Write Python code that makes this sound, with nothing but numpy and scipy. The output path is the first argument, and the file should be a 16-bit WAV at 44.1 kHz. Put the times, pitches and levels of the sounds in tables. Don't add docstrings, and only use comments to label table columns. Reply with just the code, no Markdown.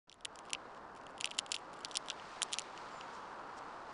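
import sys
import numpy as np
from scipy import signal
from scipy.fft import rfft, irfft, next_fast_len
from scipy.io import wavfile
from scipy.ndimage import map_coordinates

SR = 44100
rng = np.random.default_rng(int(sys.argv[2]) if len(sys.argv) > 2 else 0)


def dump(signal):
    limited = np.clip(np.atleast_2d(signal).T, -1, 1)
    pcm = np.round(limited * 32767).astype(np.int16)
    wavfile.write(sys.argv[1], SR, pcm)


N = 173313
T = np.arange(N) / SR
CRACK_T = np.arange(SR // 80) / SR

# (time [s], hollow level [dB], hollow pitch [Hz], wall send [dB], snap send [dB])
SHELL_CRACKS = [(0.0961, -54, 3330, -1, -10), (0.1267, -53.5, 3250, -6, -11.5), (0.1422, -66, 3370, -12, 4),
                (0.2493, -40.5, 3420, -7, -1), (0.2534, -37, 3120, -17, -3.5),
                (0.3573, -58.5, 2900, 5.5, 4), (0.3897, -53.5, 2820, -1.5, 1.5),
                (0.4977, -54.5, 2680, -3, -20), (0.5045, -50, 2780, -7, -2),
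                (0.5327, -32, 2730, -3.5, -0.5), (0.5423, -51, 2570, -8, -23),
                (0.5493, -36.5, 2850, -24, -40), (1.067, -51, 2985, -22, -9), (1.18, -52.5, 3000, -7, -7),
                (1.204, -48.5, 3030, -9, -5), (1.21, -38.5, 2820, -4.5, 0), (1.244, -29, 2720, -6.5, -11),
                (1.2566, -37.5, 2940, -14, 4.5), (1.2647, -55, 3310, -5, -12),
                (1.2741, -43.5, 2960, -17, -18), (1.3088, -54, 3220, 4.5, 0), (1.3134, -40, 3020, -25, -18),
                (1.3174, -47, 2650, -17, -10), (1.3822, -47, 3130, -9, 1), (1.387, -46.5, 3560, 9.5, 6.5),
                (1.3887, -32, 2950, -8.5, -3), (1.3898, -30.5, 3250, -7.5, -2), (1.396, -47, 3060, 2, 1),
                (1.4634, -48, 3020, -7, -5), (1.5179, -35.5, 3100, -1, 2.5), (1.5208, -38, 2770, 1.5, 0.5),
                (1.5276, -59, 3160, -2, 4), (1.5431, -36.5, 2700, -3.5, -13), (1.5455, -36.5, 3400, -8, -8),
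                (1.5506, -45.5, 3250, 1, -1), (1.5546, -59, 2940, 0, 11), (1.5642, -38.5, 3060, -14, -11),
                (1.8484, -42, 2860, 6.5, 2), (1.8565, -47, 3280, -9, -12), (1.9121, -45.5, 3370, -6, -10),
                (1.9174, -63, 3290, 12, 5), (1.9441, -61, 3200, 8, 7), (1.9549, -37, 3170, -1.5, -8),
                (1.9607, -38, 3190, -5, -7), (1.9705, -37, 3050, 7.5, 7), (1.9748, -47, 3270, -2, -7),
                (2.0852, -42, 3300, -9, -8), (2.101, -35, 3150, -3.5, -10), (2.106, -37.5, 3100, -27, -38),
                (2.1166, -48, 3050, -7, -22), (2.1977, -50.5, 2950, -14, -33),
                (2.4193, -31, 3150, -13, -3.5), (2.4236, -47.5, 3660, -5, 8), (2.4302, -38.5, 3470, 2, 9.5),
                (2.5272, -44, 3240, -0.5, -4), (2.5325, -34.5, 2980, -5, 1),
                (2.5404, -36.5, 3650, -3.5, -7), (2.5855, -34, 3050, -1.5, -2.5), (2.5922, -59, 3070, 6, 2),
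                (2.5945, -47, 3100, -1, 9.5), (2.619, -53.5, 3480, 4.5, -2), (2.7764, -49.5, 2780, -5, -26),
                (3.0106, -46, 2800, -8, -26)]
# (time [s], level [dB], pitch [Hz])
POD_SPLITS = [(0.2547, -43, 1750), (1.3895, -44, 1490), (1.848, -51, 1220), (2.0852, -48, 1000),
              (2.106, -42, 1800), (2.419, -37, 1340), (2.4304, -42.5, 910)]
# (start [s], length [s], crumb level [dB])
NIBBLE_SPELLS = [(.115, 0.01, -62), (.208, 0.01, -64.5), (.45, 0.067, -66), (.745, .04, -66),
                 (.94, 0.18, -69), (1.212, .16, -63), (1.491, .11, -62.5), (1.73, .11, -65),
                 (1.88, 0.075, -63), (2.06, .07, -60), (2.508, 0.1, -55.5)]
# (pitch [Hz], relative level [dB], t60 [s])
POD_WALL_MODES = [(4680, -1, 0.0065), (5470, 6.5, 0.002)]
EDGE_SNAP_MODES = [(7040, 4.5, 0.0018), (9350, 0.5, 0.0031), (11960, -1, 0.0026)]
# (peak time [s], Gaussian width [s], level [dB])
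PAW_RUSTLES = [(.765, 0.011, -72), (2.32, .05, -71.5), (3.15, 0.026, -64), (3.58, 0.007, -55.5)]
# (frequency [Hz], relative level [dB])
GRASS_EQ = [(1000, -31), (2800, -8), (5000, -1), (7500, -4), (10000, -16)]
# (time [s], pitch [Hz], level [dB])
BIRD_CALL = [(2.91, 7750, -80), (2.925, 7350, -72), (2.945, 7240, -72), (2.98, 7140, -69),
             (3.055, 6860, -76), (3.08, 6830, -99)]
# (time [s], level [dB])
ROAR_FADER = [(.073, -68.5), (.16, -66.5), (.24, -59.5), (.32, -56), (.48, -53.3), (1.2, -53.5), (1.7, -53),
              (2.5, -53), (3.1, -52.6), (3.93, -52.4)]
TYRE_FADER = [(.073, -82), (.5, -62), (1.3, -60), (2.2, -55), (2.7, -55), (3.1, -52.5), (3.93, -53.5)]
HISS_FADER = [(.073, -81), (.45, -68.5), (1.0, -71), (1.6, -67.5), (2.1, -62.5), (2.35, -58), (2.7, -60),
              (3.1, -60.5), (3.4, -64.5), (3.93, -63.5)]
# (frequency [Hz], relative level [dB])
ROAR_EQ = [(25, -15), (100, -16), (140, -10), (300, -4.5), (600, -3), (920, -0.5), (1400, -5), (1750, -12),
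           (2300, -25), (4000, -37), (10000, -47)]
TYRE_EQ = [(300, -22), (650, -9), (860, -3), (1000, 0), (1350, -4), (1750, -14), (2400, -30), (6000, -60)]
HISS_EQ = [(800, -19.5), (1800, 5.5), (3000, 2), (3600, -0.5), (4500, 0), (6500, -8), (8500, -13.5),
           (10000, -19.5)]
ENGINE_EQ = [(25, 0), (70, 1), (140, 1), (300, -7), (700, -30), (3000, -70)]

HOLLOW_T60_S, KNOCK_T60_S = 0.003, 0.0024
MODE_SCATTER = 0.05
CRUMBS_PER_S, CRUMB_HZ = 120, 2860
CRUMB_WALL_DB, CRUMB_SNAP_DB, CRUMB_SCATTER_DB = -3.5, -5.5, 3.5


def gnawing():
    out = np.zeros(N)
    for s, db, hollow_hz, wall_db, snap_db in SHELL_CRACKS:
        add(out, s, amp(db) * crack(hollow_hz, wall_db, snap_db))
    for s, db, hz in POD_SPLITS:
        knock = ring(fracture(), [(hz, 0, KNOCK_T60_S)], MODE_SCATTER)
        add(out, s, amp(db) * radiated(knock, corner_hz=500))
    for start, length, db in NIBBLE_SPELLS:
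        count = max(round(length * CRUMBS_PER_S), 1)
        for place, (size, pitch, bright) in zip(rng.random(count), rng.standard_normal((count, 3))):
            hz = CRUMB_HZ * (1 + 2 * MODE_SCATTER * pitch)
            crumb = crack(hz, CRUMB_WALL_DB, CRUMB_SNAP_DB + CRUMB_SCATTER_DB * bright)
            add(out, start + place * length, amp(db + CRUMB_SCATTER_DB * size) * crumb)
    return out


def crack(hollow_hz, wall_db, snap_db, pair_detune=0.082, wall_trim_db=0.1, snap_trim_db=0.62):
    force = fracture()
    lower = ring(force, [(hollow_hz * (1 - pair_detune), 0, HOLLOW_T60_S)], scatter=0)
    upper = ring(force, [(hollow_hz * (1 + pair_detune), 0, HOLLOW_T60_S)], scatter=0)
    hollow = radiated(lower - upper)
    wall = radiated(ring(force, POD_WALL_MODES, MODE_SCATTER))
    snap = radiated(ring(force, EDGE_SNAP_MODES, MODE_SCATTER / 2))
    return hollow + amp(wall_db + wall_trim_db) * wall + amp(snap_db + snap_trim_db) * snap


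def fracture(tear_gain=0.24, tear_s=0.00028):
    force = tear_gain * rng.standard_normal(len(CRACK_T)) * np.exp(-CRACK_T / tear_s)
    force[0] += 1
    return force


def ring(force, modes, scatter):
    response = np.zeros(len(CRACK_T))
    for hz, db, t60 in modes:
        envelope = amp(-60 * CRACK_T / t60) * (1 - np.exp(-6 * CRACK_T / t60))
        detuned_hz = hz * (1 + scatter * rng.standard_normal())
        response += amp(db) * burst(envelope * np.sin(2 * np.pi * detuned_hz * CRACK_T))
    return burst(signal.fftconvolve(force, response)[:len(CRACK_T)])


def radiated(x, corner_hz=1970):
    return burst(signal.sosfilt(signal.butter(2, corner_hz, "high", fs=SR, output="sos"), x))


def ground_scatter(x, send_db=-17.5, t60_s=0.024):
    t = np.arange(SR // 10) / SR
    tail = rng.standard_normal(len(t)) * amp(-60 * t / t60_s) * (t > .001)
    return amp(send_db) * signal.fftconvolve(x, tail / np.linalg.norm(tail))[:N]


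def paws():
    envelope = sum(amp(db) * np.exp(-.5 * ((T - s) / width) ** 2) for s, width, db in PAW_RUSTLES)
    return envelope * grainy_noise(GRASS_EQ, grain_db=5.5, grains_per_s=500)


def bird():
    hz, db = curves(BIRD_CALL)
    singing = (T > BIRD_CALL[0][0]) & (T < BIRD_CALL[-1][0])
    envelope = singing * amp(db + 1.2 * wobble(90))
    phase = 2 * np.pi * np.cumsum(hz + 14 * wobble(250)) / SR
    return envelope * np.sqrt(2) * np.sin(phase)


def traffic(engine_db=-74):
    hiss = grainy_noise(HISS_EQ, grain_db=1.3, grains_per_s=400)
    roar = fader(ROAR_FADER, drift_db=.3, drifts_per_s=9) * noise(ROAR_EQ)
    tyres = fader(TYRE_FADER, drift_db=.5, drifts_per_s=7) * noise(TYRE_EQ)
    hiss *= fader(HISS_FADER, drift_db=.6, drifts_per_s=14)
    engines = amp(engine_db) * noise(ENGINE_EQ)
    return roar + tyres + hiss + engines


def amp(db):
    return 10 ** (np.asarray(db) / 20)


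def unit(x):
    return x / np.sqrt(np.mean(x ** 2) + 1e-20)


def burst(x, window_s=.003):
    return x * np.sqrt(window_s * SR / (np.sum(x ** 2) + 1e-20))


def curves(rows):
    times, *columns = np.transpose(rows)
    return [np.interp(T, times, column) for column in columns]


def wobble(rate):
    return map_coordinates(rng.standard_normal(int(N * rate / SR) + 4), [T * rate])


def fader(rows, drift_db, drifts_per_s):
    return amp(curves(rows)[0] + drift_db * wobble(drifts_per_s))


def filtered(x, gain):
    size = next_fast_len(N + 8192)
    return irfft(rfft(x, size) * gain(np.fft.rfftfreq(size, 1 / SR)), size)[:N]


def noise(eq):
    hz, db = np.transpose(eq)
    white = rng.standard_normal(N)
    return unit(filtered(white, lambda f: amp(np.interp(np.log(f + 1), np.log(hz), db))))


def grainy_noise(eq, grain_db, grains_per_s):
    return unit(noise(eq) * amp(grain_db * wobble(grains_per_s)))


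def add(track, s, sound):
    part = track[max(round(s * SR), 0):][:len(sound)]
    part += sound[:len(part)]


def scene():
    background = traffic() + bird()
    shell = gnawing()
    return (shell + ground_scatter(shell) + paws() + background)[None]


def record(dry, start_s=.073, top_hz=10200, shelf_db=-29, shelf_top_hz=12400):
    def high_cut(hz):
        passband = 1 / np.sqrt(1 + (hz / top_hz) ** 110)
        shelf = amp(shelf_db) / np.sqrt(1 + (hz / shelf_top_hz) ** 110)
        return passband + shelf
    return filtered(dry[0] * (T > start_s), high_cut)[None]


dry = scene()
out = record(dry)
dump(out)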